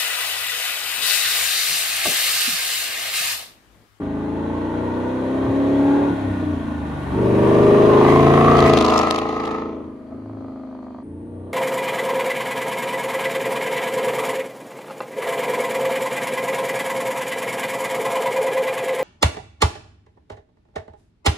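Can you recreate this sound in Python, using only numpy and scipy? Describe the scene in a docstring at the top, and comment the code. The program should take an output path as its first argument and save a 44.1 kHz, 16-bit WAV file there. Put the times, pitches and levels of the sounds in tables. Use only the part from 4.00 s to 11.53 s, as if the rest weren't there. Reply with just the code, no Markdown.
"""A V8 sports car with a loud exhaust on a country road lined with pines, heard from the roadside.
It pulls in the distance, lifts off and burbles, then roars up to the microphone at full throttle.
It passes with snaps and tyre hiss, recedes rasping and changes gear; then the scene cuts to a new distant
approach, the car accelerating. Uneven firings make a low tone of many lines, pulsed gas noise the rasp and
cracks, dry bursts the snaps; filtered noise makes the tyres, the forest scatter and, after the cut, insects."""
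import sys
import numpy as np
from scipy import signal
from scipy.fft import rfft, irfft
from scipy.io import wavfile
from scipy.ndimage import uniform_filter1d

SR = 44100
rng = np.random.default_rng(int(sys.argv[2]) if len(sys.argv) > 2 else 0)


def file_out(sig):
    """Save sig as 16-bit WAV at sys.argv[1]."""
    # one column per channel
    cols = np.atleast_2d(sig).T
    # limit, then scale
    lim = np.clip(cols, -1, 1)
    pcm = np.round(lim * 32767).astype(np.int16)
    wavfile.write(sys.argv[1], SR, pcm)


N = 332073
TIME = np.arange(N) / SR

# the driver's pedal: (start [s], end [s]), and how long the pedal takes to act
LIFT_OFF, FULL_THROTTLE, PEDAL_S = (2.1, 3.117), (3.156, 6.12), 0.012
SHIFT_S, SHIFT_WIDTH_S = 5.89, 0.16   # the engine note breaks off for a gear change
REAR_IN_VIEW = (4.68, 0.2)   # the rear faces the microphone: (time [s], transition [s])
NEXT_PASS_S = 7.03   # the scene cuts to the next approach
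# the eight firings of a cycle: (place in the cycle [0-1], strength [dB])
FIRINGS = [(.035, -8), (.155, -6), (.285, -11), (.415, -7), (.522, 0), (.655, -7), (.785, -8), (.91, -1.8)]
# rasp and sizzle: (low edge [Hz], high edge [Hz], base level when near [dB], share of the loudness swing,
# added at full throttle [dB], added lifted off [dB], added receding [dB])
REGISTERS = [(554, 1994, -21, 1.268, 1.5, -5.5, 7), (2120, 9250, -41.5, 1.29, 1, -0.8, 2.5)]


def from_db(db):
    """Decibels to gain."""
    return 10 ** (np.asarray(db) / 20)


def rms_one(x):
    """Scale to unit power."""
    return x / np.sqrt(np.mean(x ** 2) + 1e-20)


def in_time(rows):
    """Each column of a curve at every sample."""
    s, *columns = np.transpose(rows)
    return [np.interp(TIME, s, c) for c in columns]


def step(s, width_s):
    """A smooth rise from 0 to 1 around time s."""
    return .5 + .5 * np.tanh((TIME - s) / width_s)


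def hump(s, width_s, height=1):
    """A bell-shaped swell around time s."""
    return height * np.exp(-((TIME - s) / width_s) ** 2 / 2)


def during(start_s, end_s):
    """1 while the pedal is held, with soft edges."""
    return step(start_s, PEDAL_S) - step(end_s, PEDAL_S)


def first_pass():
    """1 until the cut to the next approach."""
    return 1 - step(NEXT_PASS_S, .008)


def drift(rate):
    """Slow chance with spread 1, from noise through a two-pole lowpass at a fortieth of the sample rate."""
    r = np.exp(-80 * np.pi * rate / SR)
    noise = rng.standard_normal(N // 40 + 2002)
    slow = signal.lfilter([1], [1, -2 * r, r * r], noise)[2000:]
    return np.interp(np.arange(N) / 40, np.arange(len(slow)), rms_one(slow))


def stereo_noise(alike):
    """White noise of which a share of the power is common to both sides."""
    common = np.sqrt(alike) * rng.standard_normal(N)
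    return common + np.sqrt(1 - alike) * rng.standard_normal((2, N))


def coloured(x, spectrum):
    """Causal (minimum-phase) filter with the given spectrum; unit power out."""
    size = 4096
    hz, db = np.transpose(spectrum)
    bins_hz = np.fft.rfftfreq(size, 1 / SR)
    log_gain = np.log(from_db(np.interp(np.log(bins_hz + 1), np.log(hz), db)))
    # folding the cepstrum forward in time makes the phase minimal
    cepstrum = irfft(log_gain) * np.r_[1, np.full(size // 2 - 1, 2), np.zeros(size // 2)]
    response = irfft(np.exp(rfft(cepstrum)))
    return rms_one(signal.oaconvolve(np.atleast_2d(x), response[None], axes=1)[:, :N])


def resonance(hz, centre_hz, width_hz, db):
    """The lift in dB that a resonance gives a line at hz."""
    return db / (1 + ((hz - centre_hz) / width_hz) ** 2)


def swept(x, hz, width_hz, block=256):
    """A resonance whose centre moves block by block; gain 1 on top."""
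    out, state = np.zeros_like(x), np.zeros((len(x), 2))
    r = np.exp(-np.pi * width_hz / SR)
    zeros = np.array([1, 0, -1]) * (1 - r * r) / 2
    for i in range(0, N, block):
        poles = [1, -2 * r * np.cos(2 * np.pi * hz[i] / SR), r * r]
        out[:, i:i + block], state = signal.lfilter(zeros, poles, x[:, i:i + block], zi=state)
    return out


def register(x, low, high, db):
    """One band of a stereo sound, its slow level evened out and then set to db."""
    band_filter = signal.butter(4, [low, high], "band", fs=SR, output="sos")
    band = signal.sosfilt(band_filter, x)
    power = uniform_filter1d(uniform_filter1d(band.mean(0) ** 2, size=4900), size=3300)
    return band * from_db(db) / np.sqrt(np.abs(power) + 1e-12)


def forest(x, t60):
    """Countless trunks scatter the sound into a dying tail, different on each side."""
    age = np.arange(SR) / SR
    tail = rng.standard_normal((2, SR)) * from_db(-60 * age / t60)
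    return rms_one(signal.oaconvolve(np.atleast_2d(x), tail, axes=1)[:, :N])


def radiated(x, direct_db, forest_t60=1.0, common=0.198):
    """Direct sound plus forest scatter, partly alike on both sides."""
    direct, scatter = from_db(direct_db), forest(x, forest_t60)
    scatter = rms_one(scatter + common * scatter[::-1])
    return (direct * x + scatter) / np.sqrt(1 + direct ** 2)


def from_bearing(x, lead_ms):
    """The nearer side hears the sound first; a positive lead is to the left."""
    return np.array([np.interp(TIME + side * lead_ms / 2000, TIME, x) for side in (1, -1)])


def manner(front_roar=0.43, rear_share=0.64):
    """How the pedal and the car's bearing set its roar, its directness and its stumbling."""
    floored, lifted = during(*FULL_THROTTLE), during(*LIFT_OFF)
    shifting = hump(SHIFT_S, SHIFT_WIDTH_S)
    passed = step(*REAR_IN_VIEW) * first_pass()
    before_shift = 1 - step(SHIFT_S - SHIFT_WIDTH_S, SHIFT_WIDTH_S)
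    wide_open = floored * before_shift * (front_roar + (1 - front_roar) * passed)
    wide_open, behind = np.clip([wide_open, rear_share * passed], 0, 1)
    # direct over forest sound [dB]
    direct_db = -6.5 + 0.5 * floored + 7 * behind - 8.5 * shifting
    direct_db += hump(4.25, 0.19, 13)   # direct sound outweighs the forest as the car nears
    direct_db += 5 * step(6.54, 0.102) * first_pass()   # down the straight road the pops arrive crisp
    # uneven, stumbling combustion relative to the steady tone [dB], growing through the lift-off
    stumble_db = -17 + 18 * lifted * np.interp(TIME, LIFT_OFF, (0, 1)) + 12 * shifting
    # lead of the left ear as the car comes and goes
    front_lead_ms, back_lead_ms = -0.13, 0.14
    lead_ms = front_lead_ms * (1 - passed) + back_lead_ms * passed * wide_open
    return wide_open, behind, direct_db, stumble_db, lead_ms


def register_levels():
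    """Rasp and sizzle follow the loudness, the pedal and the way the car points, in dB."""
    # loudness of rasp and sizzle, set by distance and effort: (time [s], level [dB])
    loudness = [(0.0, -33.5), (0.6, -29), (1.2, -28), (1.95, -24.5), (2.65, -29), (3.1, -28.5),
                (3.5, -21.5), (4.1, -18.5), (4.65, -19.5), (5.0, -25.5), (5.25, -31.5), (5.55, -32.5),
                (5.95, -49.5), (6.45, -43.5), (7.02, -44), (7.04, -52), (7.5, -43.5)]
    loud_db = in_time(loudness)[0] + 20   # relative to the car near the microphone
    # brief swells of the sizzle: (time [s], width [s], lift [dB])
    sizzle_swells = [(4.79, 0.036, 2), (5.12, 0.47, 10)]
    floored, lifted = during(*FULL_THROTTLE), during(*LIFT_OFF)
    receding = step(4.887, 0.046) * first_pass()   # the tailpipes point straight back
    levels = []
    for row, next_pass_db in zip(REGISTERS, (4, -0.5)):
        _, _, db, share, floored_db, lifted_db, receding_db = row
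        level = db + share * loud_db + floored_db * floored + lifted_db * lifted
        levels.append(level + receding_db * receding + next_pass_db * (1 - first_pass()))
    rasping, sizzle = levels
    rasping = rasping + hump(4.69, 0.22, 3.9)   # flares as the car draws level
    rasping = rasping + hump(6.125, 0.012, 8)   # coughs as the next gear takes up
    return rasping, sizzle + sum(hump(*row) for row in sizzle_swells)


def exhaust(speed, cycle, spread_db=-13, left_db=0.57, treble_left_db=4.0):
    """Low tone and burble, a pulsed rasp above them, and cracks on top."""
    # level of the low exhaust tone: (time [s], level [dB])
    tone_level = [(0.0, -27), (0.06, -25), (1.19, -23.5), (1.91, -14.5), (2.14, -20), (2.16, -26),
                  (2.31, -20.5), (2.35, -24), (2.52, -21), (2.64, -27.5), (2.68, -25), (3.06, -28.5),
                  (3.19, -17.5), (3.69, -11.5), (4.72, -14), (5.16, -25.5), (5.68, -28.5), (6.08, -39.5),
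                  (6.14, -32), (6.23, -36), (6.44, -33), (7.05, -37), (7.07, -34.5), (7.53, -35.5)]
    # colour of the burble: (frequency [Hz], relative level [dB])
    burble_colour = [(30, -30.5), (55, -15.5), (90, 6), (160, -10), (280, 10), (420, -2), (600, -7),
                     (900, -42)]
    wide_open, behind, direct_db, stumble_db, lead_ms = manner()
    burble = coloured(puffs(firing_pulses(cycle), decay_s=0.0061, channels=1), burble_colour)[0]
    low = exhaust_tone(speed, cycle) + from_db(stumble_db) * burble
    low = from_bearing(low, lead_ms) + from_db(spread_db) * forest(low, t60=1.0)
    low = register(low, 36, 582, in_time(tone_level)[0])
    surge = chug(cycle, wide_open, behind)
    rasp_db, sizzle_db = register_levels()
    rasp_edges, sizzle_edges = [row[:2] for row in REGISTERS]
    middle = register(surge * rasp(cycle, wide_open, behind, direct_db, lead_ms), *rasp_edges, rasp_db)
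    top = register(surge * cracks(cycle, wide_open, direct_db), *sizzle_edges, sizzle_db)
    sides = np.array([[.5], [-.5]])
    return (low + middle) * from_db(left_db * sides) + top * from_db(treble_left_db * sides)


def exhaust_tone(speed, cycle, phase_waver=0.034, whoop_place=.635):
    """Uneven firing sounds every multiple of the cycle rate, in a balance set by pedal and bearing."""
    # lines of the tone: (multiple of the cycle rate, then relative level [dB] when pulling, coasting,
    # approaching, abreast, leaving, far down the road)
    order_db = [(2, -11, -12, -22, -15, -16, -26), (3, -4, -1, -13, -8, -11, -15),
                (4, -7, -10, -8, -10, -14, -19), (5, -7, -9, -2, 0, -13, -21),
                (6, -5, -6, -11, -9, -15, -18), (7, -4, -12, -9, -10, -11, -23), (8, 1, -3, -2, -3, -3, -9),
                (9, -9, -7, -6, -8, -4, -6), (10, -1, -3, -3, -1, -4, 0), (11, -1, -13, -8, -8, -3, -14),
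                (12, -3, -14, -9, -3, -2, -7), (13, -9, -19, -1, -1, -3, -15),
                (14, -11, -21, -7, -6, -7, -16), (15, -5, -22, -1, -1, -6, -14),
                (16, -6, -19, 0, -4, -3, -23), (17, -13, -25, -10, -5, -9, -18),
                (18, -12, -25, -2, -11, -6, -19), (19, -17, -27, -8, -14, -6, -30),
                (20, -15, -27, -17, -16, -16, -16)]
    # resonances of muffler and pipes: (centre [Hz], width [Hz], lift [dB])
    pipe_resonances = [(90, 13, 3), (284, 30, 7), (401, 16, 4), (566.5, 6, 5.5)]
    coasting, floored = during(*LIFT_OFF), step(FULL_THROTTLE[0], PEDAL_S) * first_pass()
    beside, passed, gone = step(4.05, 0.06), step(4.77, 0.024), step(SHIFT_S, 0.19)
    pulling = np.clip(1 - coasting - floored, 0, 1)
    approaching, abreast = floored * (1 - beside), floored * (beside - passed)
    leaving, far_off = floored * (passed - gone), floored * gone
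    shares = np.array([pulling, coasting, approaching, abreast, leaving, far_off])
    indirect = 1 - step(*REAR_IN_VIEW) * first_pass()
    # the pipes delay each higher line a little more, so every cycle has a hint of a rising whoop:
    # cycles of delay per multiple, and the multiple that arrives with the strongest firing
    delay_cycles, strongest_order = .085, 16
    tone, power = np.zeros(N), np.zeros(N)
    for order, *levels in order_db:
        # a line swells as it climbs through a resonance
        hz = order * speed
        pipes_db = sum(resonance(hz, *row) for row in pipe_resonances)
        db = np.dot(levels, shares) + (1 - floored) * pipes_db
        db += resonance(hz, 402, 21, hump(3.83, 0.24, 7.3))   # a bark on the approach
        if order == len(FIRINGS):
            db += pulling * resonance(hz, 282, 4.6, 11)   # the firing rate meets the drone resonance
        whoop = -order * whoop_place - delay_cycles * (order - strongest_order) ** 2 / 2
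        turns = order * cycle + whoop + (.26 + .24 * indirect) * rng.uniform(-1, 1)
        waver_db = 1.4 + coasting * 2.5   # the lines break up off the throttle
        gain = from_db(db + waver_db * drift(3))
        tone += gain * np.sin(2 * np.pi * turns + phase_waver * drift(7.6))
        power += gain ** 2 / 2
    return tone / np.sqrt(power)


def firing_pulses(cycle, scatter_db=4.5, jitter_s=.00007):
    """One pressure impulse each time an exhaust valve opens, with chance in strength and timing."""
    place, strength_db = np.transpose(FIRINGS)
    turns = np.arange(int(cycle[-1]) + 1)[:, None] + place
    chance = rng.standard_normal((2,) + turns.shape)
    at = np.round((np.interp(turns, cycle, TIME) + jitter_s * chance[0]) * SR).astype(int)
    inside = (at > 0) & (at < N) & (turns < cycle[-1])
    pulses = np.zeros(N)
    pulses[at[inside]] = from_db(strength_db + scatter_db * chance[1])[inside]
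    return pulses


def puffs(pulses, decay_s, channels):
    """Each pulse releases a dying burst of turbulent gas."""
    gate = signal.lfilter([1], [1, -np.exp(-1 / (decay_s * SR))], pulses + 1e-18)
    return rms_one(gate * rng.standard_normal((channels, N)))


def pipe_ring(pulses, echo, bounce, trip_s=0.000831, growth=1.63, wander=0.294, bounce_s=0.001973):
    """Reflections in the pipes smear each pulse; a bounce whose path changes as the car moves combs it."""
    # three allpass filters, each with a longer round trip
    for k in range(3):
        lag = int(trip_s * growth ** k * SR)
        taps = np.r_[echo, np.zeros(lag - 1), 1]
        pulses = signal.lfilter(taps, taps[::-1], pulses + 1e-18)
    path_s = bounce_s * np.exp(wander * drift(0.56))
    return rms_one(pulses + bounce * np.interp(TIME - path_s, TIME, pulses))


def chug(cycle, wide_open, behind, front_db=2.5, rear_db=1.0, place=0.53):
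    """The strong firings bunch together: a surge once a cycle, on the approach and again far down the road."""
    depth_db = front_db * wide_open * (1 - behind) + rear_db * behind * (1 - wide_open)
    return from_db(depth_db * np.cos(2 * np.pi * (cycle - place)))


def rasp(cycle, wide_open, behind, direct_db, lead_ms, gas_db=-13, throat_hz=730.0):
    """Firing pulses and their gas noise, coloured by which side of the car is in view."""
    # colours of the rasp: far off, coasting, from the front, far behind, from behind and side-on;
    # each (frequency [Hz], relative level [dB])
    far_colour, coasting_colour, nose_colour = [(480, 0), (650, -5), (770, -13), (910, -3), (1020, -11),
                                                (1130, -10), (1300, -23), (1490, -15), (1680, -24),
                                                (1900, -18), (2400, -28)], [(480, -6), (608, 4), (785, -3.5), (922, 1),
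                                                             (1140, -3), (1290, -22), (1470, 1),
                                                             (1650, -20), (1830, -4), (2400, -33)], [(480, 11), (560, 6),
                                                                               (650, 5), (760, -15),
                                                                               (870, -17), (1000, -10),
                                                                               (1150, -10.5), (1380, -21.5),
                                                                               (1700, -10), (2020, -10),
                                                                               (2400, -8)]
    far_tail_colour, tail_colour, beside_colour = [(480, -3), (540, -5), (650, -2), (874, -18),
                                                   (993, -11.5), (1250, -8.5), (1420, -21), (1680, -32),
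                                                   (2400, -40)], [(480, -3), (550, -10), (615, -3),
                                                                     (665, -9), (720, -3), (860, -7),
                                                                     (1020, -7), (1180, -2), (1260, -2),
                                                                     (1450, -24), (1660, -27), (1960, -13),
                                                                     (2400, -18)], [(480, 16.5), (590, -1),
                                                                                   (720, 8.5), (900, -4.5),
                                                                                   (1190, 6), (1330, -5.5),
                                                                                   (1560, -13), (1780, -7),
                                                                                   (2100, 0), (2400, -32.5)]
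    # a bright resonance moves as the car swings side-on: (time [s], centre [Hz], level [dB])
    honk_curve = [(3.2, 960, -33), (3.55, 1130, -1), (4.15, 1000, 9), (4.32, 1050, -3), (4.47, 1166, 11),
                  (4.65, 1210, 0), (4.8, 1170, -19), (5.0, 1130, -36), (5.3, 1160, -34)]
    # close by all eight firings are heard; far down the road the strongest stands out
    contrast = 1.25 - hump(4.8, .2, .45) + .45 * step(6.2, .1) * first_pass()
    pulses = firing_pulses(cycle, scatter_db=1.0, jitter_s=.00005) ** contrast
    ring = from_bearing(pipe_ring(pulses, echo=.15, bounce=.35), lead_ms)
    gas = puffs(pulses, decay_s=.003, channels=2)
    source = ring + from_db(gas_db + 6 * behind * wide_open) * gas
    # the tailpipes beam their rasp backwards
    heard = radiated(source, direct_db + 3 + 7 * behind)
    lifted, abreast = during(*LIFT_OFF), hump(4.496, 0.32)
    far = (1 - lifted) * coloured(heard, far_colour) + lifted * coloured(heard, coasting_colour)
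    front = (1 - wide_open) * far + wide_open * coloured(heard, nose_colour)
    rear = (1 - wide_open) * coloured(heard, far_tail_colour) + wide_open * coloured(heard, tail_colour)
    end_on = (1 - behind) * front + behind * rear
    sound = (1 - abreast) * end_on + abreast * coloured(heard, beside_colour)
    # a lower resonance opens up near the microphone
    throat = hump(4.17, 0.47) * from_db(2.8) * swept(sound, np.full(N, throat_hz), width_hz=45)
    honk_hz, honk_db = in_time(honk_curve)
    honk = from_db(honk_db) * swept(sound, honk_hz, width_hz=120)
    sound = sound + throat + honk
    # at the greatest distance the air takes away the top of the rasp
    dull = signal.sosfilt(signal.butter(2, 1100, fs=SR, output="sos"), sound)
    return first_pass() * sound + (1 - first_pass()) * dull


def cracks(cycle, wide_open, direct_db, ring_db=-5, far_blur_db=17):
    """At full throttle the strongest pulses steepen into shocks; distance blurs and dulls them."""
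    # colours of the cracks: near, far ahead and far behind; each (frequency [Hz], relative level [dB])
    near_colour, ahead_colour, gone_colour = [(2000, 4.5), (2800, 2.5), (3300, -4.5), (3900, 0.5),
                                              (5400, -11), (6700, -12), (8000, -25), (9500, -18),
                                              (12000, -13), (15500, -16.5)], [(2000, 8.5), (2600, 7.5), (3100, 8),
                                                                  (3550, 4), (4000, 6), (4700, -10.5),
                                                                  (5400, -11.5), (6600, -7.5), (8000, -17),
                                                                  (9300, -37), (10800, -22.5), (13000, -49)], [(2000, 0), (2350, 4),
                                                                                     (2700, -11), (3100, 0),
                                                                                     (3550, -9), (4100, -1),
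                                                                                     (4650, -3),
                                                                                     (5100, -17),
                                                                                     (6600, -15),
                                                                                     (13000, -32)]
    shocks = firing_pulses(cycle, scatter_db=1.5, jitter_s=.00003) ** 1.25
    ring = pipe_ring(shocks, echo=0.41, bounce=0.85, trip_s=.0007, bounce_s=0.001056)
    gas = puffs(shocks, decay_s=0.0028, channels=2)
    source = gas + from_db(ring_db) * ring
    crack_direct_db = direct_db + 5 - far_blur_db * (1 - wide_open)
    heard = radiated(source, crack_direct_db, forest_t60=0.28, common=0.16)
    gone = step(SHIFT_S, .1) * first_pass()
    far = (1 - gone) * coloured(heard, ahead_colour) + gone * coloured(heard, gone_colour)
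    return wide_open * coloured(heard, near_colour) + (1 - wide_open) * far


def tyres(song_width_hz=260):
    """Tread hiss that swells as the car comes close, with a sweeping resonance."""
    # tyres on coarse asphalt: (time [s], level [dB])
    hiss_level = [(0, -47), (1.9, -37.5), (2.8, -42), (3.5, -31), (4.1, -31), (4.5, -27.5), (4.8, -38),
                  (5.3, -70), (5.8, -55), (7.53, -63)]
    # colour of the hiss: (frequency [Hz], relative level [dB])
    asphalt_colour = [(200, 9.5), (900, 10), (2000, 2), (4000, -13.5), (6500, -20), (8000, -20),
                      (9500, -15), (12000, -24), (14200, -32), (15500, -39.5)]
    # the tread sings and sweeps down as it passes: (time [s], centre [Hz], level [dB])
    tread_song = [(3.7, 2040, -70.5), (4.1, 2000, -28.5), (4.55, 2210, -59), (4.68, 2010, -23),
                  (4.8, 1790, -79), (5.1, 1760, -72.5)]
    hz, db = in_time(tread_song)
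    song = from_db(db) * rms_one(swept(rng.standard_normal((2, N)), hz, song_width_hz))
    hiss = coloured(stereo_noise(alike=0.22), asphalt_colour)
    return song + from_db(in_time(hiss_level)[0]) * hiss


def swells():
    """A soft low bump, the push of air from the passing car and briefly swelling hums: wavering sines."""
    # short low swells: (time [s], length [s], frequency [Hz], width [Hz], level [dB])
    low_swells = [(1.48, 0.022, 76, 65, -24), (4.646, 0.06, 79.7, 37, -29), (6.333, 0.081, 106, 3.9, -37),
                  (7.33, 0.16, 90, 4.05, -40)]
    out = np.zeros(N)
    for s, length, hz, width_hz, db in low_swells:
        phase = 2 * np.pi * np.cumsum(hz + width_hz / 2 * drift(10.0)) / SR
        out += from_db(db) * np.sqrt(2) * np.sin(phase) * hump(s, length)
    return out


def snaps(ring_db=2, width_hz=1200, scatter_db=8.5, rise_s=.0011, crest_db=8):
    """Each sharp snap from the tailpipes is a short cluster of dry bursts, with a ring of its own pitch."""
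    # the snaps: (time [s], nominal peak [dB], centre [Hz])
    snap_list = [(4.5533, -25, 3000), (4.5673, -19, 3000), (4.5892, -16, 3400), (4.6251, -19, 3600),
                 (4.6616, -20, 3200), (4.6975, -18, 3400), (4.7349, -11, 3200), (4.7723, -11, 3700),
                 (4.8097, -11, 3400), (4.8471, -14, 4400), (4.863, -15, 5000), (4.885, -18, 3200),
                 (4.9, -19, 4800), (4.9225, -24, 2800), (4.9369, -17, 5200), (4.9594, -20, 3000),
                 (4.9748, -19, 5600), (4.9968, -21, 3000), (5.012, -22, 5500), (5.0337, -25, 2800),
                 (5.0711, -22, 3200), (5.1045, -20, 4200), (5.123, -25, 6000), (5.1455, -23, 3400),
                 (5.1829, -24, 3000), (5.4528, -25, 3200), (5.4747, -31, 3800), (5.5116, -32, 3200)]
    # a snap and its weaker followers from the next firings: (delay [s], level [dB])
    cluster = [(0, 0), (.004, -5), (.0145, -11)]
    # colour of the gas noise: (frequency [Hz], relative level [dB])
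    snap_colour = [(1000, -24), (2000, 3), (2800, 5.5), (4200, 3.5), (6500, -1.5), (9500, -9), (15500, -24)]
    bursts, centre = np.zeros(N), np.full(N, snap_list[0][2], float)
    age = TIME[:SR // 20] / rise_s
    shape = age * np.exp(1 - age)
    for s, db, hz in snap_list:
        centre[int(s * SR):] = hz
        for delay, loss_db in cluster:
            at = int((s + delay) * SR)
            chance_db = (delay > 0) * scatter_db * rng.normal()   # only the followers vary
            bursts[at:at + len(age)] += from_db(db - crest_db + loss_db + chance_db) * shape
    gas = coloured(stereo_noise(alike=0.36), snap_colour)
    ring = rms_one(swept(gas, centre, width_hz))
    return bursts * rms_one(gas + from_db(ring_db) * ring)


def insects(level_db=-71):
    """A thin, steady insect chorus at the place of the second pass: noise in narrow high bands."""
    # colour of the chorus: (frequency [Hz], relative level [dB])
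    insect_colour = [(6500, -45.5), (8000, -24), (8900, -3), (9700, -18.5), (10500, -11), (11300, -46),
                     (13000, -49)]
    chorus = coloured(rng.standard_normal((2, N)), insect_colour)
    return (TIME > NEXT_PASS_S) * from_db(level_db) * chorus


def scene():
    """The car and the roadside."""
    # engine speed as heard, Doppler shift included: (time [s], eight-cylinder cycles [1/s])
    speed_curve = [(0.0, 25.69), (1.6, 34.47), (2.08, 35.72), (2.62, 27.85), (3.05, 23.61), (4.48, 28.44),
                   (4.78, 26.61), (5.4, 27.37), (5.68, 27.51), (5.98, 26.05), (6.35, 26.9), (7.02, 25.11),
                   (7.04, 27.8), (7.53, 31.66)]
    speed, = in_time(speed_curve)
    # cycles turned so far, with a slight hunting of the engine
    cycle = .135 + np.cumsum(speed) / SR + .003 * drift(2.5)
    return exhaust(speed, cycle) + tyres() + swells() + snaps() + insects()


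def record(dry):
    """Only the highest peaks are rounded, and the top is cut."""
    rounded = dry / (1 + (dry / .93) ** 6) ** (1 / 6)
    return signal.sosfilt(signal.cheby2(12, 70, 15700, fs=SR, output="sos"), rounded)


dry = scene()
out = record(dry)
file_out(out)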